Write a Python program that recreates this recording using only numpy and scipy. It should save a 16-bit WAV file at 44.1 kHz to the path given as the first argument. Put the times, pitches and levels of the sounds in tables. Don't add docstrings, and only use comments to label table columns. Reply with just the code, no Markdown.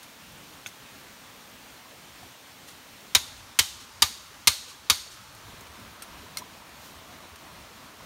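import sys
import numpy as np
from scipy import signal
from scipy.io import wavfile
from scipy.ndimage import uniform_filter1d

SR = 44100
rng = np.random.default_rng(int(sys.argv[2]) if len(sys.argv) > 2 else 0)


def inscribe(sig):
    pcm = np.round(np.clip(np.atleast_2d(sig).T, -1, 1) * 32767)
    wavfile.write(sys.argv[1], SR, pcm.astype(np.int16))


def boost_factor(decibels):
    exponent = np.asarray(decibels, float) / 20
    return 10 ** exponent


N = 355394
NOISE_EDGE_HZ = 15780


def evened(x):
    return x / np.sqrt(np.mean(x ** 2) + 1e-20)


def read(points, hz):
    f, value = np.transpose(points)
    return np.interp(np.log(hz + 1), np.log(f + 1), value)


def add(mix, s, sound):
    part = mix[round(s * SR):][:len(sound)]
    part += sound[:len(part)]


def smooth(x, size, axis=-1):
    return uniform_filter1d(uniform_filter1d(x, size, axis), size, axis)


def highpass(x, order, hz):
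    return signal.sosfilt(signal.butter(order, hz, "high", fs=SR, output="sos"), x)


def shaped(level_db, size, count):
    hz = np.fft.rfftfreq(size, 1 / SR)
    t = np.arange(4 * count // size + 5) * size / 4 / SR
    a, b = rng.standard_normal((len(t), len(hz), 2)).T
    z = (a + 1j * b) * boost_factor(level_db(hz[:, None], t))
    return signal.istft(z, nperseg=size, noverlap=3 * size // 4)[1][:count]


def dying(colour, t60s, tilt_db, t, size):
    def start_db(hz):
        tilt = tilt_db * np.log2(hz / 4000 + 0.004)
        return read(colour, hz) + tilt - 60 * (hz > NOISE_EDGE_HZ)

    start = boost_factor(start_db(np.fft.rfftfreq(size, 1 / SR)))
    norm = np.sqrt(np.mean(start ** 2) * size * 4 / 3)
    return shaped(lambda hz, s: start_db(hz) - 60 * s / read(t60s, hz), size, len(t)) / norm


def ringing(modes, t, spread_db, ragged):
    luck = rng.random((len(modes), 2))
    waver = smooth(rng.standard_normal((len(modes), 2, len(t))), 130)
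    waver /= waver.std()
    total = np.zeros(len(t))
    for (hz, db, t60), (u, v), (a, b) in zip(modes, luck, waver):
        level = boost_factor(db + spread_db * (2 * u - 3) - 60 * t / t60)
        phase = 2 * np.pi * (hz * t + v)
        total += level * ((1 + ragged * a) * np.sin(phase) + ragged * b * np.cos(phase))
    return total


def favoured(modes, centre_hz, lift_db, octaves):
    return [(hz, db + lift_db * np.exp(-(np.log2(hz / centre_hz) / octaves) ** 2), t60)
            for hz, db, t60 in modes]


def resonant(noise, bands):
    return sum(lift * signal.lfilter(*signal.iirpeak(hz, hz / width, SR), noise)
               for hz, width, lift in bands)


# Hz, dB per Hz.
CRACK_COLOUR = [(88, -45), (150, -7.5), (621, -0.5), (852, -16), (1170, -14), (1880, -14.5), (3080, -8),
                (6770, -10), (7780, -14.5), (10900, -17), (14100, -24), (15800, -23), (16800, -52)]
# Hz, t60 in s.
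CRACK_DECAY = [(300, 0.32), (1200, 0.13), (4000, 0.095), (8000, 0.073), (15000, 0.057)]


def steel_crack(t, rattle_ms, tilt_db, ring_bands):
    rattle_s = rattle_ms / 1000
    held = np.where(t < rattle_s, 1, 0.5 + 0.5 * np.exp(-(t - rattle_s) / 0.0058))
    bounce_db = -6.5 + 2.5 * (rattle_ms - 8.6)
    held = held + boost_factor(bounce_db) * np.exp(-((t - 0.8 * rattle_s) / 0.002) ** 2)
    held = held + 0.5 * np.exp(-t / 0.00049)
    crack = boost_factor(-2.5) * held * dying(CRACK_COLOUR, CRACK_DECAY, tilt_db, t, size=128)
    crack = highpass(crack, 5, 1000)
    return crack + 0.57 * resonant(crack, ring_bands)


# Hz, dB, t60 in s.
TOP_TONES = [(916, -5, 0.045), (1060, -9.5, 0.04), (1166, -0.5, .062)]
# Hz, dB, t60 in s.
FOOT_TONES = [(210, -0.5, 0.061), (281, -7.5, 0.094), (408, -3.5, 0.07), (491, -6, 0.067), (586, -5, 0.081)]
# Hz, dB, t60 in s.
LOOSE_TONE = (765, -18, 0.045)
# Hz, dB, t60 in s.
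GRAIN_TONES = [(2210, -9.5, .09), (2436, -10, 0.082), (3075, -12.5, 0.09), (3475, -5, 0.043),
               (3790, -3.5, 0.084), (4060, -14.5, .11), (4335, -15, 0.15), (4710, -4.5, 0.066),
               (5380, -22, 0.2), (5960, -15, 0.14), (6250, -18, 0.11), (6600, -11, 0.13), (6860, -18, 0.15)]


def stake_ring(t, knock_db, stake_hz, shaft_hz, since_s):
    sink_per_s, firm_db_per_s, foot_db = 0.028, 12, -26.5
    knock = [(hz * (1 + sink_per_s * since_s), db + knock_db, t60) for hz, db, t60 in TOP_TONES]
    knock += [(hz, db + foot_db, t60) for hz, db, t60 in FOOT_TONES]
    knock += [(shaft_hz, -15, 0.054), np.subtract(LOOSE_TONE, (0, firm_db_per_s * since_s, 0))]
    wood = ringing(knock, t, spread_db=2, ragged=0.28) * (1 - np.exp(-t / 0.003))
    grain = favoured(GRAIN_TONES, stake_hz, lift_db=7.5, octaves=0.063)
    wood += boost_factor(-14) * ringing(grain, t, spread_db=2, ragged=0.8)
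    hum = [(stake_hz, -37, 0.3)]
    return wood + ringing(hum, t, spread_db=0.5, ragged=0.68)


# Hz, dB, t60 in s.
BLADE_TONES = [(2060, -8, .22), (8270, -6, .18), (9455, -8, .22), (10740, 0, .09), (11955, -11, .22),
               (12250, -10, .12), (13600, -8, .12), (15410, -14, .14)]


def blade_ring(t, blade_hz):
    tones = favoured(BLADE_TONES, blade_hz, lift_db=8, octaves=0.04)
    return boost_factor(-31) * ringing(tones, t, spread_db=2, ragged=1.2)


def ground_thump(t):
    jolt = 0.5 * np.exp(-((t - 0.0052) / 0.0017) ** 2) * np.sin(2 * np.pi * 165 * (0.0052 - t))
    swell = np.exp(-((t - 0.0195) / 0.0092) ** 2) + 0.13 * np.exp(-((t - 0.045) / 0.02) ** 2)
    wave = -swell * np.cos(2 * np.pi * 84 * (t - 0.0198))
    roll = 0.065 * np.exp(-((t - 0.12) / 0.027) ** 2) * np.sin(2 * np.pi * 66 * t)
    return boost_factor(-33.5) * (jolt + wave + roll)


# Hz, dB per Hz.
ECHO_COLOUR = [(290, -62), (500, -39), (649, -21), (707, -51), (760, -30), (958, -19), (1030, 11.5),
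               (1810, -5), (2090, -5), (2350, -8), (3890, -0.5), (12400, -11), (15800, -15)]
# Hz, t60 in s.
ECHO_DECAY = [(500, 0.067), (1200, 0.13), (2500, 0.62), (4000, 0.56), (6500, 0.65), (10000, 0.49),
              (15000, 0.33)]


def tree_echoes(t, echo_db, ring_bands):
    echoes = dying(ECHO_COLOUR, ECHO_DECAY, 0, t, size=256)
    echoes = echoes + resonant(echoes, ring_bands)
    return boost_factor(echo_db) * echoes * (1 - np.exp(-t / 0.002))


# delay in s, t60 in s.
SLOPE_ANSWER = (.205, .22)
# Hz, dB per Hz.
FAR_COLOUR = [(1200, -25), (2500, -3), (4000, 2), (6500, -2), (9000, -5), (15000, -18)]


def slope_answer(t, far_db):
    delay_s, t60 = SLOPE_ANSWER
    onset = 1 - np.exp(-np.maximum(t - delay_s, 0) / 0.014)
    answer = dying(FAR_COLOUR, [(100, t60), (16000, t60)], 0, t, size=256)
    return boost_factor(far_db) * onset * np.roll(answer, round(delay_s * SR))


# Hz, width in Hz, lift as a factor.
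RING_BANDS = [(3750, 250, .7), (4650, 330, .5), (6600, 590, 0.51), (8300, 200, 0.45), (9450, 220, .8),
              (10750, 230, 1.1), (12200, 300, 1), (13650, 220, 1.3)]


def blow(db, rattle_ms, tilt_db, knock_db, stake_hz, blade_hz, shaft_hz, echo_db, far_db, since_s):
    t = np.arange(SR // 2) / SR
    bands = RING_BANDS + [(hz, 240, 0.95) for hz in (stake_hz, blade_hz)]
    air = steel_crack(t, rattle_ms, tilt_db, bands[-6:])
    air = air + tree_echoes(t, echo_db, bands) + slope_answer(t, far_db)
    air = air + stake_ring(t, knock_db, stake_hz, shaft_hz, since_s) + blade_ring(t, blade_hz)
    rise = 1 - np.exp(-(t / 0.00033) ** 2)
    return boost_factor(db) * rise * air + ground_thump(t)


# start in s, peak in dB, rattle in ms, brightness in dB an octave, wood knock in dB.
STRIKES = [
    (3.1492, -1, 6.8, 0.7, -28),
    (3.5893, -1, 7.2, 1.5, -22),
    (4.0211, -1, 7.6, 1.1, -8),
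    (4.4723, 0, 9.8, 2.9, -13),
    (4.8988, -1.5, 4.9, 1.5, -14),
]
# stake tone in Hz, blade tone in Hz, shaft tone in Hz, echo in dB,
# far answer in dB.
LANDINGS = [(3620, 10700, 1550, -24.5, -40), (3050, 8000, 2000, -22, -34), (4660, 13000, 1700, -23, -45),
            (4250, 8200, 2070, -21.5, -32.5), (4520, 13000, 3400, -21.5, -34)]


def add_blows(mix):
    for (s, *strike), landing in zip(STRIKES, LANDINGS):
        add(mix, s, blow(*strike, *landing, since_s=s - STRIKES[0][0]))


# Hz, dB per Hz.
SNAP_COLOUR = [(500, -25), (1400, -4), (4000, -2.5), (12000, -6.5), (16500, -17)]


def tick(db, t60, tilt_db, tones):
    t = np.arange(SR // 6) / SR
    snap = dying(SNAP_COLOUR, [(100, t60), (16000, 2.3 * t60)], tilt_db, t, size=64)
    snap = highpass(snap, 2, 700)
    ring = ringing(tones, t, spread_db=1.5, ragged=0.59)
    return boost_factor(db) * (1 - np.exp(-t / 0.00051)) * (0.6 * snap + ring)


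# start in s, peak in dB, ringing in Hz,
# ring in dB, t60 in s.
WOOD_TICKS = [(.028, -33.5, 6500, -24, .045), (.321, -40, 12000, -15, .012), (.38, -46, 8700, 0, .03),
              (.539, -41, 14500, -10, .012), (.636, -43, 11500, -8, .014), (.666, -28.5, 6500, -5, 0.033),
              (.675, -35, 6600, -2, .021), (.686, -37, 6500, -12, .036), (2.675, -40, 6040, -15, .071),
              (2.683, -34, 3200, -15, .073), (2.703, -44, 9000, -14, .06),
              (5.349, -35, 9000, -20, .018), (5.608, -33, 6500, -8, 0.017),
                (5.636, -44, 12000, -15, .015), (5.668, -38, 2480, -7, .04), (5.798, -39, 13000, -15, .012),
                (6.019, -31.5, 1370, -8.5, .083), (6.0216, -25, 8830, -5, 0.023),
                (6.030, -39, 8700, -7, .04), (6.382, -23, 5900, -9, 0.032), (6.692, -40, 14000, -15, .014),
                (6.755, -43, 11000, -12, .012), (7.292, -41, 14000, -15, .014),
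                (7.358, -33, 8500, -8, .014)]
# start in s, peak in dB, t60 in s, brightness in dB an octave.
EMBER_SNAP = (.661, -22, .03, -5)
TWIG_SNAP = (6.3712, -13, .011, 2)
# Hz, dB, t60 in s.
EMBER_RING = [(800, -20.5, 0.036), (1470, -11, .03), (2230, -12, .03), (2600, -7.5, 0.023),
              (3430, -7.5, .028), (6200, -10, 0.023)]
TWIG_RING = [(1300, -24, .05), (2120, -16, 0.039), (4180, -11, 0.028), (5120, -16, .026),
             (5840, -17.5, 0.088), (8850, -12, .012)]


def add_ticks(mix):
    for s, db, hz, ring_db, t60 in WOOD_TICKS:
        tilt_db = 2.5 * np.log2(hz / 5500)
        add(mix, s, tick(db, t60, tilt_db, [(hz, ring_db, t60)]))
    for (s, *snap), tones in ((EMBER_SNAP, EMBER_RING), (TWIG_SNAP, TWIG_RING)):
        add(mix, s, tick(*snap, tones))


# Hz, dB per Hz.
SLIDE_COLOUR = [(1500, -6), (5000, 0), (9000, -5), (15500, -6), (15900, -40)]
# loudest at s, level in dB, rise in dB a second, fall in dB a second.
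SLIDE = (6.86, -50.5, 140, 105)


def add_slide(mix):
    s, db, rise_db, fall_db = SLIDE
    t = np.arange(-SR // 4, SR // 4) / SR
    noise = evened(shaped(lambda hz, u: read(SLIDE_COLOUR, hz) + 0 * u, 256, len(t)))
    add(mix, s + t[0], noise * boost_factor(db + np.minimum(rise_db * t, -fall_db * t)))


def bubble(hz, turns):
    u = np.linspace(0, 1, int(turns * SR / hz))
    return np.sin(np.pi * u ** 0.6) ** 2 * np.sin(2 * np.pi * turns * (u + 0.022 * u * u))


# start in s, peak in dB, Hz.
SOIL_THUDS = [(0.656, -50.5, 111), (0.796, -54, 132), (1.261, -61, 121), (2.222, -63, 131),
              (5.56, -51, 78.1), (5.682, -47, 72), (6.597, -57, 91.5), (6.923, -55, 143),
              (7.063, -54, 70.0), (7.309, -47, 78.1), (7.515, -49, 148)]


def add_thuds(mix):
    for s, db, hz in SOIL_THUDS:
        add(mix, s, boost_factor(db) * bubble(hz, turns=4.6))


# start in s, peak in dB, Hz.
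WATER_PLOPS = [(1.167, -55, 896), (1.856, -43.5, 1080), (2.227, -45, 730), (3.79, -62, 1050),
               (4.677, -56, 1190), (4.715, -45, 1100), (6.265, -45, 1000), (6.4205, -37, 980),
               (6.499, -46, 1520), (6.621, -43, 940), (7.204, -42.5, 1115), (8.004, -46, 996)]


def add_plops(mix):
    for s, db, hz in WATER_PLOPS:
        add(mix, s - 0.002, boost_factor(db) * bubble(hz, turns=15))


def gurgle(per_s, spread_db):
    size = boost_factor(spread_db * np.minimum(rng.exponential(1, N), 4))
    size = size * (rng.random(N) < per_s / SR)
    kind = rng.integers(0, 24, N)
    pitches_hz = np.geomspace(190, 1700, 24)
    return evened(sum(signal.oaconvolve(size * (kind == k), bubble(hz, turns=10.4))[:N]
                      for k, hz in enumerate(pitches_hz)))


# Hz, dB per Hz.
SPOT_COLOURS = [
    [(18, -55), (30, -34), (48, -2), (95, -5), (257, -2), (401, -9), (445, -6), (714, -5.5), (880, -4),
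     (1830, -6.5), (2040, -6.5), (3350, -7.5), (8820, -15), (10300, -17.5), (15700, -17.5)],
    [(18, -37), (30, -10), (98, -3.5), (178, -16), (250, -14), (469, -18), (610, -11.5), (733, -18),
     (814, -10.5), (1170, -9), (1880, -13.5), (4580, -14.5), (15700, -27)],
    [(18, -42), (30, -10), (75, -1.5), (117, -6.5), (293, -7.5), (457, -13.5), (564, -9.5), (626, -7.5),
     (857, -11), (952, -6), (1450, -9.5), (1650, -11.5), (3920, -14.5), (10300, -24), (15700, -25.5)],
]
SPOT_LEVELS_DB = [-43, -43.5, -41.5]
# start in s, end in s.
SPOT_FADES = [
    (3.13, 3.15),
    (5.3, 5.56),
]


def water():
    def level_db(hz, t):
        second, third = (np.interp(t, fade, [0, 1]) for fade in SPOT_FADES)
        colours = []
        for points, db in zip(SPOT_COLOURS, SPOT_LEVELS_DB):
            colour = read(points, hz)
            colours.append(colour + db - 10 * np.log10(np.mean(boost_factor(colour) ** 2)))
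        mixed = (1 - second) * colours[0] + (second - third) * colours[1] + third * colours[2]
        patches = rng.standard_normal((len(t), len(hz))).T
        patches = uniform_filter1d(uniform_filter1d(patches, 10, 0), 10, 1)
        lumps = evened(smooth(rng.standard_normal(len(t)), 14))
        lump_db = 0.5 + 4.4 / (1 + (hz / 130) ** 2)
        return mixed - 60 * (hz > NOISE_EDGE_HZ) + 0.94 * evened(patches) + lump_db * lumps

    wash = shaped(level_db, 1024, N) / np.sqrt(1024 * 4 / 3)
    gurgle_db = np.interp(np.arange(N) / SR, np.ravel(SPOT_FADES), [-65, -63, -62.5, -61])
    return wash + boost_factor(gurgle_db) * gurgle(per_s=150, spread_db=3)


def scene():
    mix = water()
    add_blows(mix)
    add_ticks(mix)
    add_slide(mix)
    add_thuds(mix)
    add_plops(mix)
    return mix[None]


def low_pass(x):
    return signal.sosfilt(signal.butter(12, 17030, fs=SR, output="sos"), x)


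# Hz, width in Hz, dB.
HOUSING_DIPS = [(4900, 190, -3), (7770, 220, -4.5), (10380, 310, -5.5), (13000, 300, 0)]


def record(dry):
    hz = np.linspace(0, SR / 2, 257)
    dips_db = sum(db * np.exp(-((hz - f) / width) ** 2) for f, width, db in HOUSING_DIPS)
    housing = signal.firwin2(201, hz, boost_factor(dips_db), fs=SR)
    heard = signal.oaconvolve(dry, housing[None], "same")
    held = highpass(1.3 * np.tanh(heard / 1.3), 3, 43)
    band = signal.firwin(127, 16300, window=("kaiser", 8), fs=SR)
    return low_pass(signal.oaconvolve(held, band[None], "same"))


dry = scene()
out = record(dry)
inscribe(out)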